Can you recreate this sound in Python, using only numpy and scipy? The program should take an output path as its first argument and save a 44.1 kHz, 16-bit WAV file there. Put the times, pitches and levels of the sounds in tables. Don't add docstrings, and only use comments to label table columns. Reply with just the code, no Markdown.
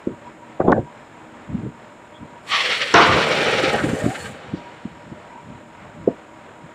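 import sys
import numpy as np
from scipy import signal
from scipy.fft import rfft, irfft, next_fast_len
from scipy.io import wavfile
from scipy.ndimage import uniform_filter1d, minimum_filter1d

SR = 44100
rng = np.random.default_rng(int(sys.argv[2]) if len(sys.argv) > 2 else 0)


def output_pcm(signal):
    pcm = np.clip(np.atleast_2d(signal).T, -1, 1) * 32767
    wavfile.write(sys.argv[1], SR, np.round(pcm).astype(np.int16))


N = 297234
TIME = np.arange(N) / SR
FREQS = np.maximum(np.arange(8193) * SR / 16384, 1)

BLEED_S, CHOKE_S, DUMP_S, EMPTY_S, SHUT_S = 2.508, 2.82, 2.94, 3.671, 4.262

# (frequency [Hz], relative level [dB])
RUMBLE_SPECTRUM = [(25, -8), (60, -15), (110, -4), (225, -5.5), (400, -6), (600, -4.5), (750, -5.5),
                   (1000, -6.5), (1500, -9.5), (2200, -13.5), (3000, -20), (4000, -26), (4700, -33.5),
                   (6000, -36.5)]
IDLE_HISS_SPECTRUM = [(5500, -39), (6200, -14), (6800, -1.5), (7300, -0.5), (8200, -7), (9300, -13.5),
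                      (10500, -21.5), (15500, -27)]
# (frequency [Hz], bandwidth [Hz], level [dB])
ENGINE_WHINES = [(231, 23, -56), (318.3, 3.8, -57), (595, 26, -55), (952, 21, -52.5), (1540, 25, -68.5),
                 (2194, 25, -69), (5180, 160, -76.5)]
# (time [s], half length [s], level [dB], upper edge [Hz])
WIND_GUSTS = [(0.112, 0.032, -34, 400), (.613, 0.011, -21.5, 1580), (0.663, 0.025, -18, 700),
              (0.683, 0.0052, -11.5, 1160), (0.703, 0.017, -12, 1000), (0.728, 0.0048, -8, 1470),
              (0.765, 0.03, -20, 750), (0.825, 0.037, -34.5, 385), (1.552, 0.05, -26, 300),
              (1.655, 0.04, -26, 392), (2.231, 0.026, -34, 326), (3.133, 0.056, -23, 258),
              (3.87, 0.057, -22.5, 390), (4.059, 0.038, -20.5, 395), (6.641, 0.018, -38, 285)]
# (time [s], peak level [dB], frequency [Hz], time scale [s])
WIND_EDDIES = [(0.073, -9, 346, 0.003), (.603, -6.5, 541.6, 0.0064), (0.684, 0, 313.3, 0.0024),
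               (0.72, 1, 430, 0.0012), (0.781, -8.5, 503, 0.0034), (0.792, -8, 247, 0.0028),
               (1.551, -12.5, 210.5, 0.0074), (3.639, -9.5, 335, 0.0034), (3.842, -11, 294, 0.0069),
               (3.934, -10, 274.6, 0.0062), (4.064, -7.5, 276, 0.0058), (4.538, -10.5, 284, 0.0047),
               (4.855, -19, 196, 0.0063), (5.122, -25.5, 215.6, 0.01), (6.077, -2, 450, 0.0038),
               (6.085, -13.5, 311.4, 0.0042)]
# (time [s], half length [s], level [dB], frequency [Hz], nominal bandwidth [Hz])
BRIEF_SOUNDS = [(0.273, 0.019, -38, 958, 60), (0.687, 0.011, -51.5, 3350, 350),
                (0.72, 0.00049, -24, 2200, 3000), (0.751, 0.038, -39.5, 1600, 260),
                (0.881, 0.031, -43, 960, 70), (2.16, 0.023, -51, 3330, 350), (2.586, 0.028, -36, 720, 200),
                (2.676, 0.054, -30.5, 530, 219), (2.838, 0.035, -32, 530, 110),
                (3.795, 0.023, -24, 1500, 705), (3.959, .05, -51.5, 6120, 120),
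                (4.162, .007, -35, 2050, 600), (4.219, 0.038, -46, 4370, 200),
                (4.572, 0.028, -54, 3800, 3000), (5.368, 0.039, -39, 950, 90)]
# (delay [s], level relative to the direct sound [dB])
NEAR_REFLECTIONS = [(.0027, -24), (.0063, -20.5), (0.0135, -14.5), (.027, -15)]
# (time [s], frequency [Hz], level [dB])
FALLING_WHISTLE = [(2.49, 1221, -39), (2.535, 1180, -24.5), (2.59, 1130, -29), (2.65, 1054, -38.5),
                   (2.7, 970, -50)]
RISING_WHISTLE = [(3.9, 477, -27), (3.97, 506.4, -29), (4.03, 557.4, -32), (4.08, 683, -29),
                  (4.13, 794, -35.5), (4.19, 843, -43)]
# (frequency [Hz], relative level [dB])
SEAT_SPECTRUM = [(4500, -8), (6000, -16), (6600, -5.5), (7400, 0), (8300, -6), (9300, -6), (10800, -21),
                 (13000, -21.5), (15500, -23)]
BLEED_SPECTRUM = [(700, -13), (1000, -8), (1280, 0), (1600, -5.5), (1850, 0), (2300, -1), (2680, -3.5),
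                  (3070, -1.5), (3700, -7), (4400, -8), (4880, -16), (5500, -13.5), (6400, -23.5),
                  (7500, -36)]
DUMP_SPECTRUM = [(700, -19), (900, 1), (1060, -19.5), (1280, 6), (1600, -4.5), (2330, 1.5), (2680, -2.5),
                 (3070, -3.5), (4000, -7.5), (4500, -11), (4880, -15.5), (5600, -15), (6400, -22),
                 (7500, -36)]
# (frequency [Hz], bandwidth [Hz], relative level [dB])
BARK_MODES = [(200, 160, -11.5), (371, 112, -5), (699.3, 28, 0.5), (978, 170, -0.5), (1188, 36, 1.5),
              (1330, 360, -5), (1970, 460, -16)]
PASSAGE_MODES = [(176, 163, -2.5), (510, 205, 4.5), (807, 52, 3.5), (1270, 350, -8.5), (1606, 71, -6),
                 (1845, 71, -5), (2190, 160, -17), (2990, 99, -13.5), (3440, 98, -22.5), (4500, 170, -41),
                 (6100, 180, -32)]


def undb(db):
    return 10 ** (np.asarray(db) / 20)


def add(out, time_s, x):
    start = int(time_s * SR) - len(x) // 2
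    lo, hi = max(start, 0), min(start + len(x), N)
    out[lo:hi] += x[lo - start:hi - start]


def wander(rate, size=N):
    steps = signal.resample_poly(rng.standard_normal(1024), 8, 1)
    return np.interp(TIME[:size] * rate * 8, np.arange(len(steps)), steps)


def flutter(rate, depth_db):
    return undb(depth_db * wander(rate))


def noise(gain, size=N):
    n = next_fast_len(size, real=True)
    gain = np.interp(np.arange(n // 2 + 1) * SR / n, FREQS, gain)
    x = irfft(rfft(rng.standard_normal(n)) * gain, n)[:size]
    return x / x.std()


def spectrum(points):
    hz, db = np.transpose(points)
    octaves_outside = np.abs(np.log2(FREQS / np.clip(FREQS, hz[0], hz[-1])))
    return undb(np.interp(np.log(FREQS), np.log(hz), db) - 36 * octaves_outside)


def resonance(hz, width_hz):
    return 1 / (1 + ((FREQS - hz ** 2 / FREQS) / (1.55 * width_hz)) ** 2)


def modal_response(modes):
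    return np.sqrt(sum((undb(db) * resonance(hz, width)) ** 2 for hz, width, db in modes))


def swell(gain, half_s, db, size=12288):
    window = np.exp(-((TIME[:size] - TIME[size // 2]) / half_s) ** 2)
    burst = noise(gain, size) * window
    return undb(db) * burst * np.sqrt(np.sum(window ** 2) / np.sum(burst ** 2))


def yard(x, t60_s=3.8, build_s=0.056, low_hz=500, high_hz=5000):
    tail = noise(FREQS / (FREQS + low_hz) / np.sqrt(1 + (FREQS / high_hz) ** 4))
    tail *= np.exp(-np.log(1000) * TIME / t60_s) * np.minimum(TIME / build_s, 1)
    return signal.fftconvolve(x, tail / np.sqrt(np.sum(tail ** 2)))[:N]


def engine(firing_hz=40.1, knock=0.14, rumble_db=-44.5, hiss_db=-65):
    firings = np.cumsum(firing_hz * flutter(rate=3.6, depth_db=-0.2)) / SR
    throb = 1 + knock * np.cos(2 * np.pi * firings)
    rumble = undb(rumble_db) * noise(spectrum(RUMBLE_SPECTRUM)) * throb * flutter(rate=10, depth_db=1.1)
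    whines = sum(undb(db) * noise(resonance(hz, width)) * flutter(rate=8.3, depth_db=2.5)
                 for hz, width, db in ENGINE_WHINES)
    return rumble + whines + undb(hiss_db) * noise(spectrum(IDLE_HISS_SPECTRUM))


def turbulence(edge_hz, low_cut_hz=85, knee=0.89):
    low_cut = 1 / np.hypot(1, (low_cut_hz / FREQS) ** 3)
    return low_cut / np.hypot(1, FREQS / (knee * edge_hz)) / np.hypot(1, (FREQS / edge_hz) ** 6)


def eddy(hz, scale_s, rise=3.65, fall=1.5, wobble_rad=0.7, size=8192):
    age = TIME[:size] - TIME[size // 2]
    envelope = 1 / (np.exp(-rise * age / scale_s) + np.exp(fall * age / scale_s))
    phase = 2 * np.pi * (hz * age + rng.random()) + wobble_rad * wander(hz, size)
    return envelope / envelope.max() * np.cos(phase)


def wake(hz, wake_db=-14.0, build_s=0.003, decay_s=0.02, size=16384):
    age = TIME[:size] - TIME[size // 2]
    churn = noise(turbulence(edge_hz=1.48 * hz, low_cut_hz=0.42 * hz), size)
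    return undb(wake_db) * churn * np.exp(np.minimum(age / build_s, -age / decay_s))


def wind(breeze_db=-55, freshen_s=4.1, puffs_per_s=3.7, puff_db=-41, puff_spread_db=4.0):
    out = undb(breeze_db) * noise(resonance(hz=148, width_hz=300))
    for time_s, half_s, db, edge_hz in WIND_GUSTS:
        add(out, time_s, swell(turbulence(edge_hz), half_s, db))
    for time_s, db, hz, scale_s in WIND_EDDIES:
        add(out, time_s, undb(db) * eddy(hz, scale_s))
        add(out, time_s, undb(db) * wake(hz))
    for k, (jitter, strength) in enumerate(rng.uniform(-1, 1, size=(8, 2))):
        puff = swell(turbulence(edge_hz=290), half_s=0.064, db=puff_db + puff_spread_db * strength)
        add(out, freshen_s + (k + jitter / 2) / puffs_per_s, puff)
    return out


def brief_sounds(steepness=2.45):
    out = np.zeros(N)
    for time_s, half_s, db, hz, width in BRIEF_SOUNDS:
        add(out, time_s, swell(resonance(hz, width) ** steepness, half_s, db))
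    return out


def chassis(x, sway=0.0209):
    stretch = 1 + sway * wander(rate=1.5)
    echoes = sum(undb(db) * np.interp(TIME - delay * stretch, TIME, x) for delay, db in NEAR_REFLECTIONS)
    return (x + echoes) / np.sqrt(1 + sum(undb(db) ** 2 for _, db in NEAR_REFLECTIONS))


def flow(start_s, attack_s, end_s, release_s):
    opening = (1 + np.tanh((TIME - start_s) / attack_s)) / 2
    return opening * np.exp(-np.maximum(TIME - end_s, 0) / release_s)


def dump_flow(surge_db, end_s, release_s, relax_s=0.093):
    surge = undb(surge_db * np.exp(-np.maximum(TIME - DUMP_S, 0) / relax_s))
    return surge * flow(DUMP_S, 0.001, end_s, release_s)


def compressor(depth_db, rate_at_shut_hz=19.1, sag_hz_per_s=0.44, waver_cycles=0.04):
    left_s = SHUT_S - TIME
    cycles = rate_at_shut_hz * left_s + sag_hz_per_s * left_s ** 2 / 2 + waver_cycles * wander(rate=6)
    return undb(depth_db * np.cos(2 * np.pi * cycles))


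def whistle(rows, width_hz=160, fade_s=0.018):
    times, hz, db = np.transpose(rows)
    phase = 2 * np.pi * np.cumsum(np.interp(TIME, times, hz)) / SR
    tone = wander(width_hz) * np.cos(phase) + wander(width_hz) * np.sin(phase)
    outside_s = np.abs(TIME - np.clip(TIME, times[0], times[-1]))
    return tone * undb(np.interp(TIME, times, db)) * np.exp(-outside_s / fade_s)


def valve_seat(seat_db=-44.0, lead_s=0.031, dip_db=-3):
    dip = undb(dip_db * flow(CHOKE_S, attack_s=0.05, end_s=DUMP_S, release_s=0.02))
    leak = flow(BLEED_S - lead_s, attack_s=0.034, end_s=SHUT_S, release_s=0.05)
    gain = undb(seat_db) * leak * dip * compressor(depth_db=0.6)
    return gain * noise(spectrum(SEAT_SPECTRUM)) * flutter(rate=110, depth_db=1.7)


def dump_valve(bark_db=-7, bark_decay_s=0.14, edge_hz=4200, click_db=-8, click_decay_s=0.002):
    age = np.maximum(TIME - DUMP_S, 0)
    low_pass = 1 / np.hypot(1, (FREQS / edge_hz) ** 4)
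    bark = noise(modal_response(BARK_MODES) * low_pass)
    bark *= np.minimum(age / 0.0023, 1) * np.exp(-age / bark_decay_s)
    click = noise(resonance(hz=5800, width_hz=2000) ** 2)
    click *= np.minimum(age / 0.0016, 1) * np.exp(-age / click_decay_s)
    return undb(bark_db) * bark + undb(click_db) * click


def hollow(x, first_hz=1440, settled_hz=1050, settle_s=2.645, glide_s=0.03, width_hz=330):
    hz = settled_hz + (first_hz - settled_hz) * (1 - np.tanh((TIME - settle_s) / glide_s)) / 2
    carrier = np.exp(2j * np.pi * np.cumsum(hz) / SR)
    size = int(SR / width_hz / 2)
    band = uniform_filter1d(uniform_filter1d(x / carrier, size), size) * carrier
    depth = np.clip(0.47 + 0.095 * wander(rate=4.96), 0, 1)
    return x - depth * 2 * band.real


def passage_roar(bleed_db=-39, dump_db=-21.0, lag_s=0.046):
    bleed = undb(bleed_db) * flow(BLEED_S, attack_s=0.054, end_s=DUMP_S, release_s=0.03)
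    dump = undb(dump_db) * dump_flow(surge_db=4.5, end_s=EMPTY_S + lag_s, release_s=0.24)
    roar = noise(modal_response(PASSAGE_MODES)) * flutter(rate=40, depth_db=2.0)
    return (bleed + dump) * roar * compressor(depth_db=1.0)


def sputter(ring_db=-39.0, hiss_db=-43):
    ring = sum(noise(resonance(hz, width)) * undb(db) * np.sqrt(width) * flutter(rate=20, depth_db=3.5)
               for hz, width, db in PASSAGE_MODES[3:])
    spent = undb(ring_db) * ring / ring.std() + undb(hiss_db) * noise(spectrum(DUMP_SPECTRUM))
    return spent * flow(EMPTY_S, attack_s=0.06, end_s=SHUT_S, release_s=0.032) * compressor(depth_db=6.5)


def air_jet(bleed_db=-18.5, sag_db_per_s=12, dump_db=-21.5):
    sag_db = sag_db_per_s * np.maximum(TIME - BLEED_S, 0)
    bleed = undb(bleed_db - sag_db) * flow(BLEED_S, attack_s=0.026, end_s=CHOKE_S, release_s=0.16)
    dump = undb(dump_db) * dump_flow(surge_db=7.5, end_s=EMPTY_S, release_s=0.08)
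    hiss = bleed * noise(spectrum(BLEED_SPECTRUM)) + dump * noise(spectrum(DUMP_SPECTRUM))
    return (sputter() + hiss * compressor(depth_db=1.26)) * flutter(rate=46, depth_db=2.0)


def scene(yard_db=-21.5):
    air = hollow(passage_roar() + air_jet()) + valve_seat()
    whistles = whistle(FALLING_WHISTLE) + whistle(RISING_WHISTLE)
    direct = chassis(air + whistles + dump_valve()) + brief_sounds()
    return (direct + undb(yard_db) * yard(direct) + engine() + wind())[None]


def record(dry, low_cut_hz=48, top_hz=15450):
    x = signal.sosfilt(signal.butter(2, low_cut_hz, "highpass", fs=SR, output="sos"), dry)
    gain = minimum_filter1d(1 / np.maximum(np.abs(x), 1), size=61)
    gain = uniform_filter1d(uniform_filter1d(gain, size=31), size=31)
    return signal.sosfilt(signal.ellip(10, 0.1, 80, top_hz, fs=SR, output="sos"), x * gain)


dry = scene()
out = record(dry)
output_pcm(out)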